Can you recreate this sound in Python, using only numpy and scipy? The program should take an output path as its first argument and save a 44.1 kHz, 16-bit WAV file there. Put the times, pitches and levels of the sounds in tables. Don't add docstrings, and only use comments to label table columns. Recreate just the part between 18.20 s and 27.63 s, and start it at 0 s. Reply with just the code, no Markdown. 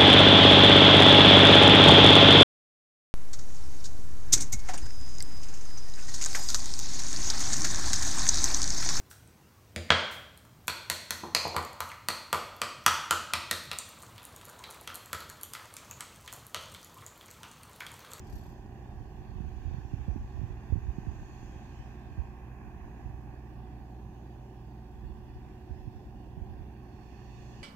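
import sys
import numpy as np
from scipy import signal
from scipy.fft import rfft, irfft, next_fast_len
from scipy.io import wavfile
from scipy.ndimage import uniform_filter1d, map_coordinates

SR = 44100
rng = np.random.default_rng(int(sys.argv[2]) if len(sys.argv) > 2 else 0)


def int16_out(signal):
    q = np.round(np.clip(np.atleast_2d(signal).T, -1, 1) * 32767)
    wavfile.write(sys.argv[1], SR, q.astype(np.int16))


N = 415863

CYCLE_HZ = 15.172

# (time [s], speed [cycles/s])
ENGINE_SPEED = [(0, 15.172), (1.12, 15.17), (1.42, 15.0), (1.7, 15.14), (1.88, 15.305), (2.2, 15.195),
                (2.5, 15.175), (5.3, 15.163), (7.5, 15.176), (9.43, 15.17)]
# (time [s], order 4 gain [dB], order 8 gain [dB])
LOW_ORDER_SWELLS = [(0, -7, -2), (0.8, -3, -1), (2, 0, 1), (4.2, 0, -2), (4.8, 2, -1.5), (6.2, 1.5, 1),
                    (6.8, 0, -1), (7.7, -4.5, -1.5), (8.2, -2.5, -1), (8.8, -4.5, 0.5), (9.43, -2, 2.5)]
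# (time [s], gain [dB])
UPPER_HUM_CLARITY = [(0, -0.5), (1.5, -1), (2.7, 5.5), (3.6, 5), (4.8, -1), (5.4, -6), (6.5, -5.5),
                     (7.3, -2), (8.2, -10), (9.43, 5)]
# (time [s], left treble [dB], right treble [dB], band near 900 Hz [dB], band near 600 Hz [dB])
AIR_SWELLS = [(0.0, 5.5, 4, 2, 5.5), (0.4, 1.5, 2.5, 2.5, 2), (0.9, 3, 1, -1.5, 5), (1.3, 6.5, 6, -13, 2),
              (2.1, 4.5, 4, -0.5, -0.5), (3.2, 5.5, 4, 0, 0.5), (4.33, 6, 5.5, 0, 3.5),
              (5.0, 3.5, 5.5, 2, 1), (5.4, 2, 3.5, 2, 1.5), (5.91, -0.5, -0.5, 0, 4.5),
              (6.6, -1.5, 0.5, 0, 1.5), (7.27, 3.5, 3.5, -10, 4), (8.03, -2.5, -1, -1, 3.5),
              (8.5, 1, 2.5, -2, 5), (8.9, -1, 2, -1.5, 1.5), (9.43, 3, 4, -5, 3)]


def engine():
    cycles = np.cumsum(curves(ENGINE_SPEED)[0]) / SR
    steady = hum(wander=0.15, wander_hz=0.56)
    read_at = cycles / CYCLE_HZ * SR
    tone = np.array([map_coordinates(port, [read_at], mode="grid-wrap") for port in steady])
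    firing_db, second_db = curves(LOW_ORDER_SWELLS)
    tone = swell(tone, firing_db, 30, 88)
    tone = swell(tone, second_db, 92, 150)
    tone = swell(tone, curves(UPPER_HUM_CLARITY)[0], 1160, 20000)

    *treble_db, upper_db, lower_db = curves(AIR_SWELLS)
    noise = amp(-49.5) * roar(2 * np.pi * cycles, throb=0.16, lope=0.15)
    noise = swell(noise, treble_db, 1110, 20000)

    sound = swell(tone + noise, upper_db, 840, 1000)
    sound = swell(sound, lower_db, 490, 740)
    return sound + singing(cycles)


def hum(wander, wander_hz):
    hz = np.fft.rfftfreq(N, 1 / SR)
    lines = np.zeros((2, len(hz)), complex)
    for order, *db in engine_orders():
        near = np.arange(-40, 41) + round(order * CYCLE_HZ * N / SR)
        skirt = np.exp(-.5 * ((hz[near] - order * CYCLE_HZ) / wander_hz) ** 2)
        depth = wander * (order / 24) ** 0.9
        drift = depth * skirt / np.linalg.norm(skirt) * np.exp(2j * np.pi * rng.random(len(near)))
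        drift[40] += np.exp(2j * np.pi * rng.random())
        drift /= np.sqrt(1 + depth ** 2)
        bounce_phase = np.exp(1j * np.angle(ports(hz[near])))
        lines[:, near] += amp(db)[:, None] * drift * bounce_phase
    return irfft(lines, N) * N / np.sqrt(2)


# (order [multiple of the cycle], left [dB rms], right [dB rms])
STRONG_ORDERS = [(4, -51.5, -48), (8, -54, -52.5), (10, -70, -69), (11, -74, -71), (14, -61, -58),
                 (16, -72, -71), (18, -71, -69), (20, -68, -65), (21, -70, -66), (23, -77, -73),
                 (24, -66, -60), (25, -77, -69), (26, -80, -71), (28, -81, -69), (48, -75, -75),
                 (50, -75, -76), (51, -73, -75), (52, -72, -74), (53, -74, -75), (56, -77, -76),
                 (62, -85, -76), (64, -87, -77), (67, -90, -76), (68, -87, -76), (76, -83, -75),
                 (96, -85, -96), (102, -84, -91), (104, -86, -88), (111, -98, -80), (115, -95, -81),
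                 (117, -94, -82), (121, -91, -83), (124, -86, -86), (164, -91, -89), (166, -94, -90),
                 (170, -97, -88), (173, -101, -87), (175, -100, -86), (360, -98, -93)]
# (frequency [Hz], level [dB rms])
FAINT_SLOPE = [(440, -93.5), (650, -85), (900, -97), (1150, -87.5), (1400, -106), (1800, -99.5),
               (2200, -101), (2700, -100), (3000, -108)]


def engine_orders():
    first, last, scatter_db = 29, 196, 4
    order = np.setdiff1d(np.arange(first, last + 1), [row[0] for row in STRONG_ORDERS + SINGING_ORDERS])
    hz = order * CYCLE_HZ
    db = along(FAINT_SLOPE, hz) + scatter_db * rng.standard_normal(len(hz))
    db = db + np.outer([0, 1], along(RIGHT_OVER_LEFT, hz))
    db = db + 20 * np.log10(np.abs(ports(hz)))
    return STRONG_ORDERS + list(zip(order, *db))


# (frequency [Hz], relative level [dB per Hz])
ROAR_COLOUR = [(22, -41.5), (40, -9), (62, -6.5), (130, -6.5), (250, -6.5), (380, -10.5), (450, -22),
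               (620, -23), (715, -20.5), (800, -24.5), (1000, -29.5), (1150, -29.5), (1300, -29),
               (1600, -35), (1800, -35), (2500, -37), (4000, -51.5), (8000, -67), (12000, -95)]
# (frequency [Hz], right over left [dB])
RIGHT_OVER_LEFT = [(60, 5.5), (300, 0), (500, 4.5), (750, 2.5), (1050, 8), (1300, 0.5), (1800, 8),
                   (2600, 0), (5000, -4.5)]
# (frequency [Hz], likeness [0-1])
ROAR_LIKENESS = [(60, 0.99), (200, 1), (800, 0.68), (2000, 0.23), (5000, 0.75)]


def roar(turn, throb, lope):
    beat = 1 + throb * np.cos(4 * turn) + lope * np.cos(2 * turn + 0.89)
    drift = amp(0.75 * wobble(7))
    noise = patchy(pair(ROAR_LIKENESS), depth_db=1.54)

    def colour(hz):
        right_db = np.outer([0, 1], along(RIGHT_OVER_LEFT, hz))
        return amp(along(ROAR_COLOUR, hz) + right_db) * ports(hz)

    return unit(filtered(beat * drift * noise, colour))


# (order [multiple of the cycle], left over right [dB])
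SINGING_ORDERS = [(47, -2), (49, 0), (54, 1), (59, -5), (72, -9), (105, 1), (158, 0), (162, -2), (168, -6)]
# (time [s], then right level of each singing order in turn [dB rms])
SINGING_SWELLS = [(0.0, -77, -75, -72, -73, -78, -80, -90, -95, -92),
                  (1.2, -82, -70, -72, -72, -73, -83, -88, -95, -97),
                  (2.2, -78, -72, -70, -71, -72, -82, -91, -87, -89),
                  (2.8, -77, -71, -71, -68, -71, -82, -89, -91, -79),
                  (3.3, -77, -69, -74, -68, -70, -79, -87, -94, -78),
                  (3.75, -77, -70, -73, -67, -71, -75, -81, -82, -76),
                  (4.3, -77, -70, -75, -68, -69, -79, -81, -81, -76),
                  (4.75, -75, -68, -75, -66, -71, -81, -95, -92, -78),
                  (5.15, -75, -68, -75, -68, -73, -85, -97, -94, -79),
                  (5.5, -75, -67, -76, -69, -74, -89, -99, -96, -84),
                  (6.5, -76, -67, -84, -69, -83, -99, -95, -102, -92),
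                  (7.5, -75, -67, -84, -70, -87, -95, -91, -96, -88),
                  (8.2, -71, -68, -79, -71, -81, -102, -96, -94, -90),
                  (8.7, -71, -70, -76, -75, -73, -92, -102, -92, -94),
                  (9.43, -74, -68, -69, -75, -72, -93, -97, -95, -87)]


def singing(cycles):
    out = np.zeros((2, N))
    for (order, left_db), level_db in zip(SINGING_ORDERS, curves(SINGING_SWELLS)):
        lag = np.angle(ports(np.array([order * CYCLE_HZ])))
        phase = 2 * np.pi * (order * cycles + rng.random()) + lag
        phase = phase + order / 168 * 0.5 * wobble(4)
        level = amp(level_db + 1.1 * wobble(4) + [[left_db], [0]])
        out += np.sqrt(2) * level * np.sin(phase)
    return out


# (round trip [s], share returned, frequency above which it fades [Hz])
BOUNCES = [(0.001246, 0.54, 5400), (0.001128, 0.45, 1500)]


def ports(hz):
    right_lag_s = .000108
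    paths = []
    for trip_s, share, dull_hz in BOUNCES:
        returned = share / (1 + (hz / dull_hz) ** 2)
        paths.append(1 / (1 - returned * np.exp(-2j * np.pi * hz * trip_s)))
    return np.array(paths) * np.exp(-2j * np.pi * hz * np.array([[0], [right_lag_s]]))


# (frequency [Hz], relative level [dB])
ROPE_TONES = [(36.3, -1), (40.5, -6), (71.3, -6), (75.8, -4)]
# (time [s], level [dB])
ROPE_SWELLS = [(0, -49), (0.5, -58.5), (2.8, -56), (3.4, -63), (5.5, -64.5), (6.1, -71), (6.5, -65),
               (6.9, -55), (7.4, -61), (8.3, -80), (9.43, -71)]


def rope():
    t = np.arange(N) / SR
    tones = 0
    for hz, db in ROPE_TONES:
        level = amp(db + 3.0 * wobble(2.5))
        phase = 2 * np.pi * (hz * t + rng.random()) + 0.99 * wobble(1.484)
        tones = tones + level * np.sin(phase)
    return np.sqrt(2) * amp(curves(ROPE_SWELLS)[0]) * tones


# (time [s], left [dB], right [dB])
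GUSTS = [(0, -51, -47.5), (0.3, -53, -48), (0.6, -64, -50), (1.0, -64, -42.5), (1.5, -64, -39.5),
         (2.0, -58, -47), (2.7, -50, -44.5), (3.05, -54, -47.5), (4.0, -58, -50), (4.3, -64, -54),
         (4.6, -58, -47), (4.9, -70, -50), (5.4, -59, -53), (5.9, -64, -63), (6.5, -72, -62),
         (6.9, -56, -43), (7.25, -50, -70), (7.6, -67, -46), (8.0, -59, -54), (8.25, -61, -43),
         (8.42, -59, -48), (8.6, -68, -59), (9.43, -54, -50)]
# (frequency [Hz], relative level [dB per Hz])
BUFFET_COLOUR = [(20, -17), (30, 1.5), (38, 12), (50, -3), (72, 0.5), (120, -5), (250, -19.5), (500, -33.5),
                 (1500, -120)]
# (centre [s], peak [dB], pitch at the centre [Hz], width scale [ms], sharp edge [dB])
WIND_PUFFS = [
    [(0.135, -29, 82.6, 12, -46), (2.015, -33.5, 63, 49, -52), (3.022, -34, 87.4, 9.4, -54),
     (3.596, -29, 61, 8.5, -57), (7.161, -33, 61, 11, -50), (7.86, -37, 54.4, 16, -54)],
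    [(0.16, -31, 72.5, 13, -44), (0.808, -32.5, 93, 16, -40), (1.162, -27, 85.6, 12, -49),
     (1.207, -23, 136.9, 4.5, -40), (1.243, -27, 96.3, 7.7, -40), (1.27, -27.5, 69, 25, -42),
     (1.372, -31, 63.4, 14, -52), (1.456, -24.5, 62.3, 18, -50), (1.479, -23.5, 66.7, 14, -47),
     (1.515, -27.5, 76.6, 16, -35), (1.544, -21, 111.2, 4.4, -48), (1.584, -23.5, 101, 4.4, -48),
     (1.653, -27.5, 79.2, 7.7, -47), (1.739, -18, 105.6, 6.7, -33.5), (1.8, -29.5, 70, 29, -44),
     (1.885, -18, 94.3, 3.8, -32), (1.899, -22, 65.8, 27, -40), (1.917, -28.5, 62.2, 22, -39),
     (1.963, -21.5, 185, 3.8, -33), (1.99, -30, 60, 18, -53), (2.05, -32, 71, 13, -55),
     (2.151, -28.5, 70.7, 22, -56), (2.19, -26, 72.7, 15, -55), (2.217, -22, 121.8, 4.5, -44),
     (2.236, -22, 113.1, 9.6, -42), (2.251, -29, 67, 5.6, -47), (2.305, -23.5, 72, 7.8, -45),
     (2.502, -25, 67.4, 6.5, -54), (2.529, -13.5, 82.4, 13, -26), (2.56, -18, 95.3, 4.7, -34),
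     (2.577, -20.5, 82.2, 7.1, -42), (2.628, -29, 72, 9, -57), (2.652, -29, 71.4, 12, -55),
     (2.69, -19, 63.3, 12.5, -45), (2.785, -19.5, 157.7, 3.8, -40), (2.828, -34, 71, 9.8, -55),
     (2.872, -25, 150, 4.4, -35.5), (2.884, -24.5, 79.6, 18, -50), (2.916, -26, 78.7, 5.2, -57),
     (2.96, -31, 72, 6.8, -55), (2.992, -35, 72, 9, -55), (3.915, -32, 74.7, 14, -55),
     (3.98, -29, 151.5, 5.5, -48), (3.992, -21, 67.5, 20, -37), (4.027, -35, 93.2, 20, -55),
     (4.475, -35, 74, 9.3, -51), (4.643, -32, 64, 9.3, -55), (4.859, -27.5, 68, 14, -68),
     (4.9, -29, 110, 4.9, -52), (4.943, -35, 62, 9.6, -58), (6.845, -33, 67, 26, -62),
     (6.905, -32.5, 67.7, 16, -45), (7.512, -27.5, 79.3, 22, -40), (7.678, -24.5, 97.5, 8.2, -56),
     (7.76, -32.5, 75.2, 18, -53), (8.177, -23.5, 101.6, 4.5, -59), (8.218, -26.5, 71.6, 14, -45),
     (8.3, -32, 64.7, 18, -47), (8.321, -30, 69.4, 8.3, -52), (8.41, -31.5, 88.7, 7.9, -50)],
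]


def wind():
    lumps = amp(3.5 * np.array([wobble(34), wobble(18)]))
    buffet = filtered(lumps * rng.standard_normal((2, N)), lambda hz: amp(along(BUFFET_COLOUR, hz)))
    out = amp(curves(GUSTS)) * unit(buffet)

    t = np.arange(-3000, 3000) / SR
    glide = 1 + 0.502 * np.tanh(-t / 0.0076) * np.where(t < 0, 1, .3)
    for port, puffs in enumerate(WIND_PUFFS):
        for s, db, hz, ms, edge_db in puffs:
            u = t / (ms / 1000)
            shape = np.exp(-.5 * (u / np.where(u < 0, .3, .7)) ** 2)
            swing = 2 * np.pi * hz * np.cumsum(glide) / SR
            puff = amp(db) * shape * np.cos(swing + 2 * np.pi * rng.random())
            # (width s, relative dB)
            for width_s, snap_db in (0.0012, 0), (0.00067, -5):
                v = (t + 0.00342) / width_s
                puff += amp(edge_db + snap_db) * (1 - v * v) * np.exp(-.5 * v * v)
            out[port, round((s + t[0]) * SR):][:len(t)] += puff
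    return out


# (time [s], force on lower ring [dB], force on upper ring [dB])
RATTLE_CONTACTS = [(.0425, -61, -66), (.0682, -53, -57), (.0962, -51, -53), (.1245, -46, -50),
                   (0.153, -47, -48), (.1808, -51, -50), (.209, -56, -55), (.2345, -57, -55),
                   (.2613, -56, -56), (.2885, -56, -56), (.3177, -58, -59)]
# (frequency [Hz], width [Hz], level [dB])
RATTLE_MODES = [
    [(4250, 270, -4), (4800, 250, -2), (5750, 190, -2), (6500, 450, -6), (7800, 600, -10), (9000, 400, -9)],
    [(11500, 350, -5), (12300, 380, -9), (12800, 500, -5), (14300, 900, -15)],
]


def rattle():
    attack_s, t60_s = 0.0016, np.array([[0.058], [0.11]])
    left_over_right_db = 14
    force, t = np.zeros((2, N)), np.arange(4000) / SR
    envelope = (1 - np.exp(-t / attack_s)) * amp(-60 * t / t60_s)
    for s, *db in RATTLE_CONTACTS:
        touch = envelope * amp(db)[:, None] * rng.standard_normal((2, len(t)))
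        force[:, round(s * SR):][:, :len(t)] += touch
    ring = filtered(force, lambda hz: np.array([resonances(group)(hz) for group in RATTLE_MODES])).sum(0)
    return amp(np.array([[.5], [-.5]]) * left_over_right_db) * ring


# (time [s], level before its attack and decay [dB], frequency [Hz])
METAL_TICK = (.4614, -59, 4800)


def tick():
    s, db, hz = METAL_TICK
    t = np.maximum(np.arange(N) / SR - s, 0)
    envelope = amp(db - 60 * t / .006) * (1 - np.exp(-t / .0002))
    return envelope * np.sin(2 * np.pi * hz * t)


# (time [s], level [dB], left over right [dB])
BROAD_SWELLS = [(0.0, -69, -2), (0.2, -67.5, -3), (0.52, -74.5, -4), (1.02, -73.5, -10), (1.3, -72, -10.5),
                (1.7, -71, -8), (2.6, -73, -9.5), (3.1, -69.5, -5.5), (3.6, -68.5, -8), (4.4, -78.5, -6),
                (4.85, -75, -7.5), (6.0, -75.5, -9.5), (7.46, -73.5, -7.5), (8.6, -76, -12.5),
                (9.43, -66, -6)]
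# (time [s], level [dB], left over right [dB])
AIRY_SWELLS = [(0, -77, -6), (0.4, -85, -12), (1.1, -88, -8), (1.3, -82, -12), (1.9, -81, -8),
               (2.36, -83, -8), (2.94, -73.5, -1), (3.25, -72, -0.5), (3.86, -88, -4), (4.81, -80, -2),
               (5.4, -98, -6), (5.95, -84, -8), (6.6, -93, -4), (8.7, -99, 7), (9.22, -74, 0),
               (9.43, -76, 2)]
# (frequency [Hz], relative level [dB per Hz])
BROAD_LEFT = [(1000, -26), (2000, -21), (3000, 2), (4000, -0.5), (5200, 2), (7600, -1), (8300, -12),
              (11000, -27)]
BROAD_RIGHT = [(1000, -33), (2000, -6.5), (2700, 5), (3900, -1), (4500, -4), (6800, -7), (7500, -11),
               (11000, -38)]
# (frequency [Hz], relative level [dB per Hz])
AIRY_COLOUR = [(5000, -44), (5900, -9), (6500, -3), (7000, -6.5), (7800, -26)]


def hiss():
    broad_db, broad_pan = curves(BROAD_SWELLS)
    airy_db, airy_pan = curves(AIRY_SWELLS)
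    sides = np.array([[.5], [-.5]])

    broad_noise = patchy(pair([(2500, 0.33), (4500, 0.38), (7000, 0.18)]), depth_db=2.5)
    broad_colour = lambda hz: amp([along(BROAD_LEFT, hz), along(BROAD_RIGHT, hz)]) * ports(hz)
    broad = amp(broad_db + sides * broad_pan) * unit(filtered(broad_noise, broad_colour))

    airy = unit(filtered(pair([(6500, 0.17)]), lambda hz: amp(along(AIRY_COLOUR, hz)) * ports(hz)))
    return broad + amp(airy_db + 0.58 * wobble(3.36) + sides * airy_pan) * airy


# (time [s], level [dB])
RISING_LEVEL = [(8.3, -100), (8.65, -77), (8.95, -69), (9.2, -69), (9.43, -72)]
# (frequency [Hz], width [Hz], level [dB])
RISING_BANDS = [(1800, 250, -3.5), (2630, 210, 4), (3500, 260, -6), (4340, 170, -0.5), (4550, 220, -4),
                (5350, 300, -6), (6200, 590, -9)]


def rising_hiss():
    bands = unit(filtered(pair([(3000, 0.23)]), resonances(RISING_BANDS)))
    return amp(curves(RISING_LEVEL)[0] + np.array([[-7], [1.5]])) * bands


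def patchy(x, depth_db):
    hz, _, z = signal.stft(x, SR, nperseg=1024)
    field = uniform_filter1d(rng.standard_normal(z.shape[1:]), size=5, axis=0)
    field = uniform_filter1d(field, size=10, axis=1)
    above_bass = 1 / (1 + (450 / (hz[:, None] + 1)) ** 4)
    return signal.istft(z * amp(depth_db * above_bass * unit(field)), nperseg=1024)[1][:, :N]


def pair(alike):
    turn = lambda hz: np.arccos(np.clip(along(alike, hz), 0, 1)) / 2
    shares = lambda hz: np.array([np.cos(turn(hz)), np.sin(turn(hz))])
    mid, side = filtered(rng.standard_normal((2, N)), shares)
    return np.array([mid + side, mid - side])


def swell(x, db, lo_hz, hi_hz):
    band = filtered(x, lambda hz: 1 / (1 + (lo_hz / (hz + 1)) ** 4) / (1 + (hz / hi_hz) ** 4))
    return x + (amp(db) - 1) * band


def resonances(modes):
    def response(f):
        total = 0
        for k, (centre, width, db) in enumerate(modes):
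            damping = 1j * f * width
            total = total + (-1) ** k * amp(db) * damping / (centre * centre - f * f + damping)
        return total
    return response


def filtered(x, response):
    edge = SR // 8
    x = np.pad(x, [(0, 0)] * (x.ndim - 1) + [(edge, edge)], mode="reflect")
    m = next_fast_len(N + 3 * edge)
    return irfft(rfft(x, m) * response(np.fft.rfftfreq(m, 1 / SR)), m)[..., edge:edge + N]


def wobble(rate):
    step = np.arange(0, N + 64, 64)
    knots = rng.standard_normal(int(N * rate / SR) + 4)
    return np.interp(np.arange(N), step, map_coordinates(knots, [step * rate / SR]))


def curves(rows):
    s, *cols = np.transpose(rows)
    return np.array([np.interp(np.arange(N) / SR, s, c) for c in cols])


def along(points, hz):
    f, v = np.transpose(points)
    return np.interp(np.log(hz + 1), np.log(f + 1), v)


def amp(db):
    return 10 ** (np.asarray(db) / 20)


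def unit(x):
    return x / np.sqrt(np.mean(x ** 2) + 1e-20)


def scene():
    return engine() + rope() + wind() + rattle() + tick() + hiss() + rising_hiss()


# (frequency [Hz], relative level [dB per Hz])
MIC_NOISE = [(2000, -20), (7000, -9), (8500, -6), (10000, -3), (11500, 0), (15700, -1)]
# (frequency [Hz], gain [dB])
BODY_COLOUR = [
    [(900, 0), (1060, 2), (1200, -3.5), (1360, 0), (1500, 1), (1700, -0.5), (1900, 0), (3600, -1),
     (3950, -3.5), (4300, 2.5), (4900, -0.5), (5300, 3), (5700, -2), (6050, -3.5), (6450, 0), (7000, -0.5),
     (7600, 3.5), (8000, 0)],
    [(1200, 0), (1360, -7), (1500, 2), (1900, -0.5), (2250, -3.5), (2500, 2.5), (2900, 1), (3150, -2.5),
     (3550, 2), (3850, -3), (4100, -3.5), (4350, 3.5), (4800, 1), (6700, 1), (7050, -7), (7500, -6),
     (9000, 1)],
]


def record(dry):
    bass_cut_hz, top_hz = 27, 15735
    own_noise = filtered(rng.standard_normal((2, N)), lambda hz: amp(along(MIC_NOISE, hz)))

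    def response(hz):
        body = amp([along(port, hz) for port in BODY_COLOUR])
        s = 1j * hz / bass_cut_hz
        bass_cut = (s ** 2 / (s ** 2 + 1.285 * s + 1)) ** 2
        return body * bass_cut * (hz < top_hz)

    return filtered(dry + amp(-78.5) * unit(own_noise), response)


dry = scene()
out = record(dry)
int16_out(out)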